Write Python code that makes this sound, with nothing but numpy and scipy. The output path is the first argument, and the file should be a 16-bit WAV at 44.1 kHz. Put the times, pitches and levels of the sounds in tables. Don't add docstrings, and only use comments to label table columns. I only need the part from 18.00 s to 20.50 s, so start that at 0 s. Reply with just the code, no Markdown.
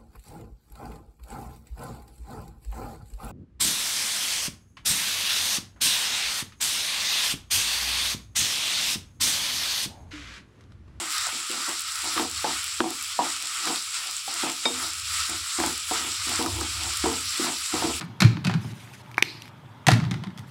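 import sys
import numpy as np
from scipy import signal
from scipy.fft import rfft, irfft, next_fast_len
from scipy.io import wavfile
from scipy.ndimage import uniform_filter1d

SR = 44100
rng = np.random.default_rng(int(sys.argv[2]) if len(sys.argv) > 2 else 0)


def boost_factor(decibels):
    exponent = np.asarray(decibels, float) / 20
    return 10 ** exponent


def dump_mix(stems):
    frames = np.atleast_2d(stems).T
    limited = np.clip(frames, -1, 1)
    pcm = np.round(limited * 32767).astype(np.int16)
    wavfile.write(sys.argv[1], SR, pcm)


N = 110250


def unit(x):
    return x / np.sqrt(np.mean(x ** 2) + 1e-20)


def along(points, hz):
    f, v = np.transpose(points)
    return np.interp(np.log(hz + 1), np.log(f + 1), v)


def filtered(x, response):
    m = next_fast_len(len(x) + 4096)
    return irfft(rfft(x, m) * response(np.fft.rfftfreq(m, 1 / SR)), m)[:len(x)]


def resonances(peaks, f):
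    total = 0
    for k, (centre, width, db) in enumerate(peaks):
        damping = 1j * f * width
        total = total + (-1) ** k * boost_factor(db) * damping / (centre * centre - f * f + damping + 1e-9)
    return total


def causal(gain):
    c = irfft(np.log(gain + 1e-6))
    half = len(c) // 2
    c[1:half] *= 2
    c[half + 1:] = 0
    return np.exp(rfft(c))


def rush(spectrum, patchy_db, tones=()):
    z = signal.stft(rng.standard_normal(N), nperseg=512)[2]
    field = uniform_filter1d(rng.standard_normal(z.shape), size=5, axis=0)
    field = uniform_filter1d(field, size=4, axis=1)
    x = signal.istft(z * boost_factor(patchy_db * unit(field)), nperseg=512)[1][:N]
    return unit(filtered(x, lambda f: boost_factor(along(spectrum, f)) * (1 + np.abs(resonances(tones, f)))))


def place(hits):
    out = np.zeros(N + SR)
    for s, db, x in hits:
        out[max(round(s * SR), 0):][:len(x)] += boost_factor(db) * x / np.abs(x).max()
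    return out[:N]


def hum():
    # frequency in Hz, density in dB per Hz
    rumble = [(24, -87), (40, -37), (119, -2.5), (156, -15), (301, -22.5), (356, -26.5), (600, -26.5),
              (780, -65), (1320, -120)]
    # frequency in Hz, density in dB per Hz
    breath = [(290, -77), (500, -15), (859, -8.5), (1350, -11.5), (1710, -15.5), (6000, -32),
              (14900, -39.5), (16500, -53)]
    # frequency in Hz, width in Hz, level in dB
    fan_tones = [(906, 45, 2), (3380, 270, 4)]
    return boost_factor(-44) * rush(rumble, patchy_db=0.0) + boost_factor(-53) * rush(breath, patchy_db=-2.0, tones=fan_tones)


def brushing():
    # start in seconds, length in seconds, level in dB
    brushes = [(0.0, 0.058, -55), (0.57, 0.037, -63), (0.608, 0.12, -49.5), (0.738, 0.069, -53.5),
               (0.801, 0.051, -51), (0.853, 0.074, -54.5), (0.931, 0.026, -48), (0.959, 0.062, -55),
               (1.031, 0.14, -62.5), (1.393, 0.1, -58), (2.47, 0.078, -57.5)]
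    # frequency in Hz, density in dB per Hz
    skin = [(880, -28), (1500, -3), (2050, 0), (11800, -12.5), (15700, -24), (16500, -47)]
    edge_s = 0.011
    t = np.arange(N) / SR
    strokes = np.zeros(N)
    for s, length, db in brushes:
        inside = np.minimum(t - s, s + length - t)
        strokes += boost_factor(db) * np.clip(inside / edge_s + .5, 0, 1)
    return strokes * rush(skin, patchy_db=3.0)


def knocks():
    # start in seconds, peak in dB, brightness in dB per octave, rattle t60 in seconds
    contacts = [(0.001, -35.5, -13, 0.054), (0.01, -21, 0, 0.039), (0.015, -24, -2.5, 0.098),
                (0.024, -29.5, -2.5, 0.089), (0.204, -9, 5.5, 0.077), (0.22, -5, 1.5, 0.035),
                (0.226, -11.5, -1.5, 0.049), (0.233, -16, -4, 0.068), (0.247, -17.5, 2.5, 0.095),
                (0.37, -22.5, -5, 0.009), (0.443, -26, 1, 0.017), (0.4475, -18, 4, 0.045),
                (0.454, -26, -9.5, 0.036), (0.469, -16, 1.6, 0.043), (0.477, -22.5, -2, 0.02),
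                (0.496, -16.5, -3.5, 0.017), (0.502, -23.5, -7, 0.033), (0.513, -25, 0, 0.029),
                (0.522, -37, -2, 0.018), (0.531, -31, -2, 0.018), (0.5393, -20, -0.5, 0.065),
                (0.545, -28, 0, 0.039), (0.646, -29.5, -15, 0.025), (1.8679, -7, 4, 0.045),
                (1.884, -2, 6, 0.017), (1.8875, -3, -3.5, 0.015), (1.899, -17.5, -15, 0.02),
                (1.9055, -13.5, 1.5, 0.017), (1.913, -15, -7.5, 0.028), (1.923, -17, -5, 0.033),
                (1.976, -35, 12, 0.012), (1.9164, -8, 4, 0.043), (1.935, -19, 4.5, 0.038),
                (2, -21.5, -3, 0.072), (2.019, -38, -2, 0.02), (2.066, -36, -5, 0.011),
                (2.039, -24, -1.5, 0.02), (2.051, -26, -0.5, 0.013), (2.111, -20, 3.5, 0.033),
                (2.116, -27, -3.5, 0.058), (2.141, -25, 0, 0.024), (2.226, -41, -2, 0.026),
                (2.237, -26, 0.5, 0.032), (2.246, -36, 2, 0.024), (2.27, -32.5, -0.5, 0.019),
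                (2.303, -41, -2, 0.02), (2.376, -30.5, 7, 0.02), (2.384, -32, 2, 0.023),
                (2.392, -33, 11, 0.019)]
    # frequency in Hz, density in dB per Hz
    plastic = [(180, -16), (300, 4.5), (522, -4), (730, -2.5), (877, -4.5), (5020, -10), (11400, -25),
               (16500, -42)]
    # frequency in Hz, width in Hz, level in dB
    shell = [(724, 94, -7), (1196, 293, 1.5), (2066, 180, 4.5), (3550, 530, -3.5)]
    shell_db, shell_scatter = 6, 0.11
    contact_s, grit_db = 0.0035, 9
    shiver_db, shiver_t60 = -12.5, 0.18
    treble_hz, treble_lasts = 4530, 0.58
    crack_db, crack_t60, crack_hz = -0.5, 0.0026, 5100
    t = np.arange(8192) / SR

    def dull(f):
        return 1 / (1 + 1j * f / treble_hz) ** 2

    hits = []
    for s, db, tilt_db, t60 in contacts:
        noise = rng.standard_normal((4, len(t)))
        detune = np.exp(shell_scatter * rng.standard_normal())

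        def fade(share):
            held = np.maximum(t / share - contact_s, 0)
            rattle = boost_factor(-60 * held / np.clip(t60, .004, .06))
            return rattle + boost_factor(shiver_db - 60 * t / (share * shiver_t60))

        def colour(f):
            tilt = tilt_db * np.log2(f / 2000 + 0.4)
            wall = 1 + boost_factor(shell_db) * np.abs(resonances(shell, f * detune))
            return causal(boost_factor(along(plastic, f) + tilt) * wall)

        roughness = np.abs(unit(uniform_filter1d(noise[0], size=70)))
        grit = boost_factor(-grit_db * roughness * np.minimum(t / contact_s, 1))
        body = filtered(noise[1] * fade(1.0) * grit, dull)
        treble = filtered(noise[2] * fade(treble_lasts) * grit, lambda f: 1 - dull(f))
        noise[3, 0] = -3
        crack = boost_factor(crack_db - 60 * t / crack_t60) * filtered(noise[3], lambda f: 1j * f / crack_hz)
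        hits.append((s, db, filtered(body + treble + crack, colour)))
    return place(hits)


def room(x):
    # frequency in Hz, t60 in seconds
    decay = [(300, 0.44), (5000, 0.43), (12000, 0.24)]
    stretch, delay = 4410, 200
    out = np.zeros(N + SR)
    for start in range(0, N, stretch):
        hz, t, z = signal.stft(rng.standard_normal(SR // 2), SR, nperseg=256)
        fade = boost_factor(-60 * t / along(decay, hz)[:, None])
        tail = signal.istft(z * fade, SR, nperseg=256)[1]
        wet = signal.fftconvolve(x[start:start + stretch], tail / np.linalg.norm(tail))
        out[start + delay:][:len(wet)] += wet
    return out[:N]


def table():
    # start in
    # seconds, level in dB, pitch in Hz, t60 in seconds
    thuds = [(0.013, -29, 150, 0.049), (0.016, -37.5, 318, 0.065), (0.031, -26, 174, 0.11),
             (0.074, -41.5, 247, 0.1), (0.09, -42, 133, 0.11), (0.207, -19, 150, 0.037),
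             (0.222, -26, 330, 0.021), (0.218, -9, 185, 0.061), (0.2375, -5.5, 112.8, 0.2),
             (0.247, -4, 130, 0.04), (0.258, -23.5, 318, 0.052), (0.283, -31, 190, 0.049),
             (0.31, -28, 162, 0.081), (0.372, -32.5, 296, 0.063), (0.377, -26.5, 150.5, 0.076),
             (0.45, -16.5, 161.1, 0.096), (0.4729, -11, 179, 0.054), (0.506, -19.5, 120.3, 0.11),
             (0.531, -22.5, 175, 0.069), (0.5496, -11.5, 167, 0.074), (0.6, -25.5, 114, 0.55),
             (0.641, -36, 153, 0.13), (0.644, -35, 239, 0.041), (0.652, -30.5, 116, 0.086),
             (0.699, -33.5, 118, 0.11), (1.874, -7.5, 141.7, 0.053), (1.884, -16, 330, 0.028),
             (1.885, -9, 746, 0.015), (1.897, -16, 178, 0.081), (1.919, -5.5, 117, 0.17),
             (1.95, -19.5, 242, 0.055), (1.984, -16.5, 187, 0.04), (2.01, -26, 153, 0.081),
             (2.045, -20, 136, 0.073), (2.06, -18, 117.4, 0.1), (2.113, -15.5, 171, 0.042),
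             (2.148, -25.5, 169.3, 0.097), (2.12, -33, 339, 0.054), (2.17, -34, 97.3, 0.22),
             (2.264, -26.5, 188, 0.1), (2.275, -39, 330, 0.068), (2.36, -37, 193, 0.08),
             (2.391, -31.5, 112, 0.076)]
    # frequency in Hz, density in dB per Hz
    board = [(40, -75), (75, -2), (115, 9.5), (190, 3.5), (260, -9), (350, -13), (500, -27.5), (800, -56.5)]
    swell_cycles = 1.55
    board_db, board_t60, board_grows = -24, 0.41, 0.7
    t = np.arange(SR // 2) / SR
    hits, energy = [], []
    for s, db, hz, t60 in thuds:
        swell = 1 - np.exp(-t * hz / swell_cycles)
        fade = boost_factor(-60 * (t / np.clip(t60, .02, .25)) ** 1.09)
        hits.append((s, db, fade * swell * np.sin(2 * np.pi * hz * t)))
        energy.append((s, board_grows * db, boost_factor(-60 * t / board_t60) * swell))
    return place(hits) + boost_factor(board_db) * place(energy) * rush(board, patchy_db=-1.5)


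def cap():
    # start in seconds, peak in dB, brightness in dB per octave,
    # share of the low hollow lid from 0 to 1
    snaps = [(0.733, -37, -7, 0.35), (0.874, -37, -13, 0.1), (0.935, -38, -4, 0), (1.061, -44, -10, 0.34),
             (1.114, -33.5, 1, 0.69), (1.143, -30, -7, 0.3), (1.171, -33, -4, 0.4), (1.1802, -4, -3, 0.9),
             (1.224, 0, -3.5, 0.16), (1.25, -35, 7, 0), (1.42, -28, -2.5, 0.04), (1.455, -36, 0, 0.6),
             (1.478, -34.5, -2, 0.62)]
    # frequency in Hz, width in Hz, level in dB
    cap_modes = [(2180, 990, 10), (2680, 570, 4), (3600, 450, 1), (4900, 730, 1.5), (5820, 380, 3),
                 (8500, 580, -4.5), (9950, 660, -4.5), (12500, 830, 1)]
    # frequency in Hz, width in Hz, level in dB
    lid_modes = [(728, 260, -1.5), (980, 790, 4), (1720, 770, 4), (2326, 410, 5.5)]
    snap_s, snap_t60, after_db, after_t60 = 0.0017, 0.0054, -4, 0.094
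    cap_floor_hz, lid_top_hz = 1850, 2510
    buzz_db, buzz_t60 = -39, 0.12
    pop_hz, pop_t60, pop_db = 356, 0.021, -18
    t = np.arange(4096) / SR
    pop = boost_factor(pop_db - 60 * t / pop_t60) * np.sin(2 * np.pi * pop_hz * t)

    def shape(loose):
        snap = boost_factor(-60 * np.maximum(t - snap_s, 0) / snap_t60)
        after = loose * boost_factor(after_db - 60 * t / after_t60)
        return (snap + after) * (1 - np.exp(-t / 0.0003))

    def hollow(f):
        modes = sum(np.abs(resonances([p], f)) ** 3 for p in lid_modes)
        return causal(modes / (1 + (f / lid_top_hz) ** 20))

    hits = []
    for s, db, tilt_db, low in snaps:
        noise = rng.standard_normal((2, len(t)))
        share = np.clip(low, 0, 1)
        flick = boost_factor(buzz_db - 60 * t / buzz_t60) * noise[0]
        flick[0] = -1

        def colour(f):
            tilt = boost_factor(tilt_db * np.log2(np.maximum(f / 2250, 1)))
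            modes = sum(np.abs(resonances([p], f)) ** 1.33 for p in cap_modes)
            floor = 1 + (cap_floor_hz * (1 + share ** 2) / (f + 1)) ** 10
            return causal(tilt * modes / floor)

        snap = filtered(noise[1] * shape(share ** 2), colour)
        lid = filtered(flick, hollow)
        mixed = (1 - share) * snap / np.abs(snap).max() + share * lid / np.abs(lid).max()
        hits.append((s, db, mixed + pop))
    return place(hits)


def nozzle_air():
    # time in seconds, level in dB
    flow = [
        (1.226, -52),
        (1.232, -40),
        (1.29, -40),
        (1.36, -47),
        (1.42, -54.5),
        (1.49, -56.5),
        (1.505, -73),
        (1.6, -84),
    ]
    # frequency in Hz, density in dB per Hz
    jet = [(710, -61), (1200, -23), (2100, -1.5), (4240, -4), (7410, -19), (13300, -21), (16500, -62.5)]
    # frequency in Hz, width in Hz, level in dB
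    jet_tones = [(2100, 390, -4), (4240, 380, 6.5), (5100, 510, 7)]
    belly_hz, belly_width, belly_db = 330, 140, -7.5
    s, db = np.transpose(flow)
    strength = boost_factor(np.interp(np.arange(N) / SR, s, db, left=-120, right=-120))
    boom = filtered(rng.standard_normal(N), lambda f: resonances([(belly_hz, belly_width, 0)], f) ** 2)
    hiss = rush(jet, patchy_db=-3, tones=jet_tones)
    return strength * (hiss + boost_factor(belly_db) * unit(boom))


def scene():
    background, strokes = hum(), brushing()
    bottles, snaps = knocks(), cap()
    wet = room(boost_factor(-9.5) * bottles + boost_factor(-21.5) * snaps)
    return (background + strokes + bottles + wet + table() + snaps + nozzle_air())[None]


def band_limit(x):
    return signal.sosfilt(signal.butter(12, 16810, fs=SR, output="sos"), x)


def record(dry):
    low_hz, top_hz = 62.8, 16750
    dip_hz, dip_width, dip = 505, 150, 0.58
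    shelf_hz, shelf_width, shelf_db = 15850, 90, -24

    def colour(f):
        shelf = boost_factor(shelf_db / (1 + np.exp((shelf_hz - f) / shelf_width)))
        treble = causal(shelf * (f < top_hz) + boost_factor(-74))
        bass = (1j * f / (low_hz + 1j * f)) ** 4
        return treble * bass * (1 - dip * resonances([(dip_hz, dip_width, 0)], f))

    heard = filtered(dry[0], colour)[None]
    return band_limit(heard / (1 + np.abs(heard) ** 10) ** (1 / 10))


dry = scene()
out = record(dry)
dump_mix(out)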